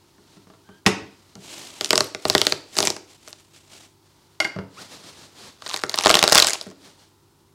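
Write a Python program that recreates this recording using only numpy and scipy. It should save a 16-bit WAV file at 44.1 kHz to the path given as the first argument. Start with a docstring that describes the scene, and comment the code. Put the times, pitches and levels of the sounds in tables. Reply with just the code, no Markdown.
"""Soft knocks and a skin squeak, then a watermelon bumps on a wooden board; a knife saws its crackling rind.
The knife is laid down, sleeves rustle, and the halves are torn apart with a loud wet crunch.
Fractures and bursting cells are impulses through damped resonances; blows ring modes of board and table.
Rubbing is grainy coloured noise. A small kitchen answers; a close microphone overloads on the sharpest cracks.
"""
import sys
import numpy as np
from scipy import signal
from scipy.fft import rfft, irfft, next_fast_len
from scipy.io import wavfile
from scipy.ndimage import map_coordinates

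SR = 44100
rng = np.random.default_rng(int(sys.argv[2]) if len(sys.argv) > 2 else 0)


def bounce(signal):
    """Save signal as a 16-bit WAV file at the path given by the first command-line argument."""
    frames = np.transpose(np.atleast_2d(signal))
    limited = np.clip(frames, -1, 1)
    pcm = np.round(limited * 32767).astype(np.int16)
    wavfile.write(sys.argv[1], SR, pcm)


N = 332800

# the deepening split: time_s, air_hz, air_db (relative to the pop level), whole (rind still intact, 0-1)
SPLIT = [(2.9, 420, -11, 1), (5.7, 1084, -6.5, 0.77), (5.998, 1007, -4.5, 0.71), (6.071, 749, -9.5, .25),
         (6.45, 700, -12, 0.18)]
# wet blade in the cut: full_speed_s, hold_s, hiss_db, crackle_db
STROKES = [(1.442, 0.31, -46, -66), (1.52, .13, -45, -62), (1.825, .22, -41, -44),
           (2.275, 0.24, -36.5, -39), (2.789, 0.08, -33, -27), (3.115, 0.013, -50.5, -70),
           (3.272, 0.011, -49, -48.5), (3.402, .02, -56.5, -62), (3.561, .005, -50, -58),
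           (3.721, .11, -48.5, -62)]
# spectrum of dense panel modes: hz, relative_db
CLATTER = [(50, -31), (130, 0.5), (450, -2), (1200, -1), (2600, -6.5), (6500, -10), (9500, -21),
           (15000, -44)]


def amp(db):
    """Decibels to gain."""
    return 10 ** (np.asarray(db) / 20)


def unit(x):
    """Scale to rms 1."""
    return x / np.sqrt(np.mean(x ** 2) + 1e-20)


def along(points, hz):
    """Read (Hz, value) points on a log frequency axis."""
    f, v = np.transpose(points)
    return np.interp(np.log(hz + 1), np.log(f + 1), v)


def wobble(rate_hz):
    """Smooth random curve through rate_hz knots a second."""
    knots = rng.standard_normal(int(N * rate_hz / SR) + 4)
    return map_coordinates(knots, [np.arange(N) * rate_hz / SR])


def filtered(x, response):
    """Multiply the spectrum of x by a response of frequency."""
    m = next_fast_len(len(x) + SR // 2)
    return irfft(rfft(x, m) * response(np.fft.rfftfreq(m, 1 / SR)), m)[:len(x)]


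def coloured(x, spectrum):
    """Shape x by (Hz, dB) points and scale to rms 1."""
    return unit(filtered(x, lambda hz: amp(along(spectrum, hz))))


def resonance(f, hz, q):
    """Causal response of one damped resonance."""
    return 1j * f * hz / q / (hz ** 2 - f ** 2 + 1j * f * hz / q)


def place(times_s, sounds):
    """Add each row of sounds to the time line at its start."""
    starts = np.round(np.asarray(times_s) * SR).astype(int)[:, None]
    at = starts + np.arange(np.shape(sounds)[1])
    return np.bincount(at.ravel(), np.ravel(sounds), N)[:N]


def ring(modes, scatter_db):
    """Damped sine modes with random strengths and signs; the rms starts near 1."""
    hz, db, t60_s = np.transpose(modes)[:, :, None]
    t = np.arange(SR // 2) / SR
    gain = amp(db + scatter_db * rng.standard_normal(hz.shape)) * rng.choice([-1, 1], hz.shape)
    decay = np.exp(-np.log(1000) * t / t60_s)
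    return np.sum(gain * np.sin(2 * np.pi * hz * t) * decay, 0) / np.sqrt(np.sum(gain ** 2) / 2)


def swells(starts_s, holds_s, levels_db, rise_db_per_s, fall_db_per_s):
    """Gain of hand movements: each rises, holds and falls at steady rates in dB."""
    t = np.arange(N) / SR
    gain = np.zeros(N)
    for s, hold, db in zip(starts_s, holds_s, levels_db):
        rise = rise_db_per_s * np.maximum(s - t, 0)
        fall = fall_db_per_s * np.maximum(t - s - hold, 0)
        gain += amp(db - rise - fall)
    return gain


def bursts(hz, q, rough, life_s, top_hz, size=1024):
    """Spectra of tiny ruptures: impulse and ragged tail excite a resonance; rms 1 over a millisecond."""
    t, f = np.arange(size) / SR, np.fft.rfftfreq(size, 1 / SR)
    tail = rng.standard_normal((len(hz), size)) * np.exp(-t / life_s) * np.sqrt(2 / (life_s * SR))
    # soft, wet tissue swallows the highest treble
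    wet = 1 / (1 + 1j * f / top_hz) ** 2 / np.sqrt(1 + (f / 11500) ** 6)
    z = rfft((t == 0) + rough * tail) * resonance(f, hz[:, None], q) * wet
    return z / np.sqrt(np.sum(irfft(z) ** 2, 1, keepdims=True) * 1000 / SR)


def through_rind(z, travel_s):
    """Bending waves carry treble faster than bass, so a crack chirps downward the longer it travels."""
    f = np.linspace(0, SR / 2, z.shape[1])
    phase = 2 * np.pi * travel_s[:, None] * (2 * np.sqrt(1000 * f) - f * np.sqrt(1000 / f[-1]))
    return irfft(z * np.exp(-1j * phase))


def cracks():
    """Each fracture is a bright snap and a lower pop, ringing the split's air and the still whole melon."""
    # largest fractures: time_s, snap_db, pop_db, pop_hz; levels before the offsets below
    fractures = [(1.354, -34.5, -42, 1300), (1.8104, -13, -19.5, 1350), (1.8457, -12, -26, 1800),
                 (1.8593, -19.5, -35.5, 1500), (1.9065, -1, -10, 1500), (1.9305, -8, -5, 1000),
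                 (1.956, -7.5, -15, 1250), (1.978, -2.5, -8.5, 1280), (2.0063, -5, -10, 1000),
                 (2.148, -20.5, -18.5, 1550), (2.253, -13, -11.5, 730), (2.2993, -2, -11, 1080),
                 (2.3505, -1.5, -0.5, 1800), (2.38, -8.5, -21.5, 1530), (2.4158, -2.5, -12, 1350),
                 (2.4683, -2.5, -11, 1500), (2.523, -6, -13, 1140), (2.7683, -17, -20, 1200),
                 (2.787, -4, -12, 1090), (2.8042, -9, -13.5, 1000), (2.8278, -11, -15, 770),
                 (2.8376, -18.5, -21, 1050), (2.8722, -6.5, -14, 1000), (2.9027, -11.5, -18.5, 1000),
                 (2.9652, -26.5, -27.5, 1810), (3.2766, -32.5, -32, 1400), (3.3292, -28, -38.5, 2000),
                 (5.6217, -30.5, -30, 1500), (5.6632, -24, -25.5, 1720), (5.6955, -22, -34, 1700),
                 (5.742, -13.5, -19, 1320), (5.763, -18.5, -32, 1370), (5.8368, -16, -12, 1340),
                 (5.8954, -14.5, -26, 1400), (5.9423, -12, -17.5, 1670), (5.9873, -6.5, -15.5, 1100),
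                 (6.0596, -3, 0, 1050), (6.0696, -5, -4, 1180), (6.1024, -4, -1, 1250),
                 (6.1118, -5.5, -12, 1340), (6.1422, 1.5, -6, 1330), (6.1535, 1.5, -5.5, 1050),
                 (6.1702, -11.5, -9, 1800), (6.1913, -5, -14.5, 2000), (6.2278, -0.5, -5, 1100),
                 (6.2393, -0.5, -5.5, 1000), (6.278, -3, -8.5, 1600), (6.3231, 1, 1, 1700),
                 (6.329, 0, -16.5, 1200), (6.3554, 2.5, -1.5, 1250), (6.3788, 3.5, -6, 1330),
                 (6.384, 3, -5.5, 1200), (6.4002, 3.5, -11.5, 1600), (6.4225, -4.5, -13.5, 1300),
                 (6.4252, 0, -18, 1230), (6.4463, -8, -12, 1200), (6.47, -6.5, -16.5, 1230),
                 (6.5334, -12, -29, 1550), (6.6127, -20, -30.5, 720)]
    # break moving from rind through flesh to last fibres: time_s, snap_hz
    snap_pitch = [(2.35, 4400), (2.8, 4700), (5.9, 4500), (6.13, 3500), (6.38, 4400), (6.6, 5900)]
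    # hollow ring of the melon on its board: hz, relative_db, t60_s
    melon_modes = [(108, 2.5, 0.17), (147, 1, 0.16), (204, -3.5, .16), (286, 2, 0.14), (339.7, -3, 0.24),
                   (376, -5, .16), (519.4, -5.5, .13), (606, -0.5, 0.13)]
    s, snap_db, pop_db, pop_hz = np.transpose(fractures)
    spread = 0.097  # log pitch, snap to snap
    snap_hz = np.interp(s, *np.transpose(snap_pitch)) * np.exp(spread * rng.standard_normal(len(s)))
    when, *split = np.transpose(SPLIT)
    air_hz, air_db, whole = [np.interp(s, when, column) for column in split]

    snap = bursts(snap_hz, q=2.3, rough=0.92, life_s=0.00091, top_hz=7760)
    pop = bursts(pop_hz, q=1.1, rough=1.0, life_s=0.0026, top_hz=3000)
    push = bursts(pop_hz * 0.44, q=0.89, rough=.4, life_s=.0025, top_hz=1200)
    air = bursts(air_hz, q=2.1, rough=0.53, life_s=0.001, top_hz=2510)
    spectra = amp(snap_db)[:, None] * snap + amp(pop_db - 2)[:, None] * pop
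    spectra = spectra + amp(pop_db - 9.5)[:, None] * push + amp(pop_db + air_db)[:, None] * air
    sounds = through_rind(spectra, travel_s=.0017 * np.sqrt(np.abs(whole)))

    excitation = place(s, whole[:, None] * sounds)
    body = signal.fftconvolve(excitation, ring(melon_modes, scatter_db=-0.5))[:N]
    return place(s - .0002, sounds) + amp(-44.5) * body


def crackle(gain, rate_hz, size_db, pitch_hz, spread=.35):
    """Countless juicy cells burst around the large fractures and stir the air in the split."""
    count = int(rate_hz * N / SR)
    s = rng.uniform(0, N / SR, count)
    strength = amp(size_db * np.minimum(rng.exponential(size=count), 3))
    hz = np.clip(pitch_hz * np.exp(spread * rng.standard_normal(count)), 300, 14000)
    when, air_hz, *_ = np.transpose(SPLIT)
    snap = bursts(hz, q=2.8, rough=0.83, life_s=.0005, top_hz=9100, size=384)
    pop = bursts(hz / 3.2, q=10.0, rough=0.46, life_s=.001, top_hz=3000, size=384)
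    air = bursts(np.interp(s, when, air_hz), q=1.9, rough=.4, life_s=.001, top_hz=2500, size=384)
    grains = irfft(snap + amp(-6.5) * pop + amp(-11.5) * air)
    return gain * unit(place(s, strength[:, None] * grains))


def flesh_crackle():
    """Cells burst as stretches of flesh give way and the halves part."""
    # full_strain_s, hold_s, crackle_db
    tears = [(5.686, 0.091, -35), (5.918, 0.13, -36), (6.041, 0.36, -31), (6.088, 0.023, -24),
             (6.366, 0.023, -14), (6.451, 0.054, -28.5), (6.565, 0.11, -47.5)]
    tearing = swells(*np.transpose(tears), rise_db_per_s=250, fall_db_per_s=260)
    return crackle(tearing, rate_hz=420, size_db=6.0, pitch_hz=4700)


def rind_crackle():
    """Cells burst where the blade bites during each stroke."""
    start, hold, _, crackle_db = np.transpose(STROKES)
    biting = swells(start, hold, crackle_db, rise_db_per_s=510, fall_db_per_s=330)
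    return crackle(biting, rate_hz=300, size_db=7.0, pitch_hz=6700)


def blows(rows, modes, contact_hz, contact_life_s, damped_db, ring_db, clatter_db, clatter_life_s):
    """Hard blows: short contact noise, dense panel clatter, and modes that drop quickly, then ring on."""
    t = np.arange(SR // 2) / SR
    sounds = []
    for s, db, contact_db in rows:
        a, b = rng.standard_normal((2, len(t)))
        contact = unit(filtered(a, lambda f: resonance(f, contact_hz, 1.6) / (1 + (f / 9000) ** 4)))
        contact = contact * np.exp(-t / contact_life_s)
        clatter = coloured(b, CLATTER) * np.exp(-t / clatter_life_s)
        swing = amp(damped_db) + (1 - amp(damped_db)) * np.exp(-t / 0.009)
        body = amp(ring_db) * swing * ring(modes, scatter_db=3.0) + amp(clatter_db) * clatter
        sounds.append(amp(db) * body + amp(contact_db) * contact)
    return place([row[0] for row in rows], sounds)


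def melon_bumps():
    """The heavy melon slaps the board and excites its modes."""
    # time_s, body_db, slap_db
    bumps = [(0.8632, -7.5, -3), (0.8675, -12.5, -18), (0.8730, -14, -23)]
    # board and table: hz, relative_db, t60_s
    board_modes = [(118, -4.5, 0.16), (194, -1.5, 0.15), (290, -1, 0.19), (440, -1, .3), (556, -5.5, 0.23),
                   (930, -5, .15), (1205, -1, 0.21), (1880, -10, .1), (2420, -2.5, .14), (2640, -3, .18),
                   (2790, -7.5, 0.15)]
    return blows(bumps, board_modes, contact_hz=2840, contact_life_s=0.0029, damped_db=-15,
                 ring_db=-6.5, clatter_db=-4.5, clatter_life_s=0.0079)


def knife_laid_down():
    """The knife ticks and rocks on the table top, ringing their modes."""
    # time_s, body_db, tick_db
    contacts = [(4.4020, -14.5, -14.5), (4.4042, -10.5, -23), (4.4240, -27, -45), (4.4455, -22, -26),
                (4.4495, -15, -29), (4.4740, -37, -39)]
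    # knife against table top: hz, relative_db, t60_s
    knife_modes = [(317, -10, .15), (420, -12.5, 0.13), (635, -11, .14), (813, -5.5, .1),
                   (1004, -7.5, 0.22), (1428, -2, 0.11), (1560, -2.5, 0.3), (2140, 3.5, 0.066),
                   (2856, -3, 0.058), (3620, -3, 0.024), (4640, -4, 0.041), (7100, -38, 0.22)]
    return blows(contacts, knife_modes, contact_hz=4160, contact_life_s=0.0026, damped_db=-23,
                 ring_db=-2, clatter_db=-13, clatter_life_s=0.004)


def knocks():
    """Soft contacts of hands, handle and rind: a dull pat and low table modes through a lowpass."""
    # time_s, level_db (before the lowpass), corner_hz
    contacts = [(0.182, -45, 696), (0.369, -42.5, 1000), (0.471, -46, 1090), (0.501, -43.5, 1200),
                (0.537, -44.5, 1200), (0.69, -36, 523), (0.856, -23.5, 500), (0.865, -15, 150),
                (1.02, -32.5, 300), (1.355, -37, 700), (1.378, -36.5, 200), (4.562, -23, 453),
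                (4.588, -25, 910), (6.666, -29.5, 395), (6.713, -41.5, 900), (6.871, -51, 1510)]
    # low table modes: hz, relative_db, t60_s
    thud_modes = [(105, -9, 0.12), (190, -3.5, 0.1), (282, 0, 0.084), (420, -3, 0.05), (635, -7, 0.051)]
    t = np.arange(SR // 2) / SR
    sounds = []
    for s, db, corner_hz in contacts:
        pat = coloured(rng.standard_normal(len(t)), CLATTER) * np.exp(-t / .004)
        contact = amp(-2.5) * ring(thud_modes, scatter_db=2.5) + amp(3.0) * pat
        sounds.append(amp(db) * filtered(contact, lambda f: 1 / (1 + 1j * f / corner_hz)))
    return place([row[0] for row in contacts], sounds)


def friction(gain, spectrum, grain_db, grain_rate_hz):
    """A hiss of coloured noise, made grainy by fast random level changes."""
    hiss = coloured(rng.standard_normal(N), spectrum)
    return gain * hiss * unit(amp(grain_db * wobble(grain_rate_hz)))


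def blade_hiss():
    """The wet blade rubs the sides of the cut on each stroke."""
    # hz, relative_db
    spectrum = [(59, -35.5), (100, -6), (174, -8.5), (328, 1), (461, -8), (608, -3), (1520, -10.5),
                (3120, -4), (5530, -6.5), (7940, -8), (16000, -29)]
    start, hold, hiss_db, _ = np.transpose(STROKES)
    sliding = swells(start, hold, hiss_db, rise_db_per_s=240, fall_db_per_s=190)
    return friction(sliding, spectrum, grain_db=2.2, grain_rate_hz=170)


def sleeves():
    """Sleeves and palms brush past, over a faint steady grainy hiss."""
    # full_speed_s, hold_s, level_db
    brushes = [(0, 0.78, -68.5), (0.314, .04, -61.5), (1.115, 0.21, -63.5), (4.061, 0.29, -67.5),
               (4.814, 0.0041, -38.5), (4.924, 0.037, -44), (5.064, 0.031, -44), (5.185, 0.069, -48.5),
               (5.387, 0.1, -45.5), (5.638, 0.056, -50.5), (6.847, 0.038, -49.5), (7.0, 0.036, -57.5)]
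    # hz, relative_db
    spectrum = [(41, -39.5), (70, -16), (86, -4.5), (190, -1.5), (711, -6), (1150, -8), (2370, -11),
                (4280, -6), (8860, -15.5), (16000, -33.5)]
    steady_db = -67
    gain = amp(steady_db) + swells(*np.transpose(brushes), rise_db_per_s=270, fall_db_per_s=240)
    return friction(gain, spectrum, grain_db=1.0, grain_rate_hz=97)


def squeaks():
    """Damp skin sticks and slips on the rind at an unsteady, rising rate."""
    # start_s, length_s, start_hz, end_hz, level_db (fundamental at mid-squeak)
    slips = [(0.63, 0.19, 1500, 1630, -59), (4.765, 0.04, 1000, 1600, -44)]
    t = np.arange(N) / SR
    out = np.zeros(N)
    for s, length, start_hz, end_hz, db in slips:
        u = np.clip((t - s) / length, 0, 1)
        pitch_hz = (start_hz + (end_hz - start_hz) * u) * (1 + 0.04 * wobble(640))
        phase = 2 * np.pi * np.cumsum(pitch_hz) / SR
        tone = np.sin(phase) + .5 * np.sin(2 * phase)
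        out += amp(db) * np.sqrt(2) * np.sin(np.pi * u) * tone
    return out


def kitchen(x, onset_s, early):
    """The table and nearby walls answer first, then a diffuse noise tail dies away."""
    # hz, t60_s
    room_t60 = [(100, .45), (300, 0.49), (800, .4), (2000, 0.45), (4500, 0.46), (8000, 0.32), (15000, 0.17)]
    # hz, gain_db
    room_colour = [(80, -4.5), (300, 0), (700, 0.5), (1500, -4.5), (4000, -9.5), (8000, -3.5),
                   (15000, -0.5)]
    hz, t, z = signal.stft(rng.standard_normal(SR * 3 // 4), SR, nperseg=256)
    z = z * np.exp(-np.log(1000) * t / along(room_t60, hz)[:, None])
    tail = signal.istft(z, SR, nperseg=256)[1]
    t = np.arange(len(tail)) / SR
    tail = tail * (1 - np.exp(-(t / onset_s) ** 2)) * (1 + early * np.exp(-t / 0.02))
    tail = filtered(tail / np.linalg.norm(tail), lambda f: amp(along(room_colour, f)))
    return signal.fftconvolve(x, tail)[:N]


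def background():
    """Quiet room air as coloured noise, and faint appliance hum as sines of wandering phase."""
    # air: hz, relative_db
    air = [(12, -46), (20, -15.5), (81, -3.5), (234, -7.5), (319, -3), (642, -24.5), (923, -7), (1090, -15),
           (1440, -16.5), (1660, -28), (2600, -28), (8650, -25.5), (16000, -28.5)]
    # appliance: hz, level_db (rms)
    hum_tones = [(98, -66.5), (148, -70), (345, -70), (393, -70.5)]
    t = np.arange(N) / SR
    hum = np.zeros(N)
    for hz, db in hum_tones:
        hum += amp(db) * np.sqrt(2) * np.sin(2 * np.pi * hz * t + 0.5 * wobble(2.7))
    return amp(-62.0) * coloured(rng.standard_normal(N), air) + hum


def scene():
    """Cutting, table blows, rubbing and background; the kitchen answers the cutting and the blows."""
    cut = cracks() + rind_crackle() + flesh_crackle()
    # the table blows carry almost no deep bass
    highpass = signal.butter(3, 85, "highpass", fs=SR, output="sos")
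    table = signal.sosfilt(highpass, melon_bumps() + knife_laid_down() + knocks())
    rubbing = blade_hiss() + sleeves() + squeaks()
    room = kitchen(amp(-7.5) * cut + amp(-1.5) * table, onset_s=0.001, early=.6)
    return (cut + table + room + rubbing + background())[None]


def record(dry):
    """Overload rounds off the highest peaks; a steep lowpass then sets the band limit."""
    hardness, top_hz = 4, 16000
    clipped = dry[0] / (1 + np.abs(dry[0]) ** hardness) ** (1 / hardness)
    return filtered(clipped, lambda hz: 1 / (1 + (hz / top_hz) ** 120))[None]


dry = scene()
out = record(dry)
bounce(out)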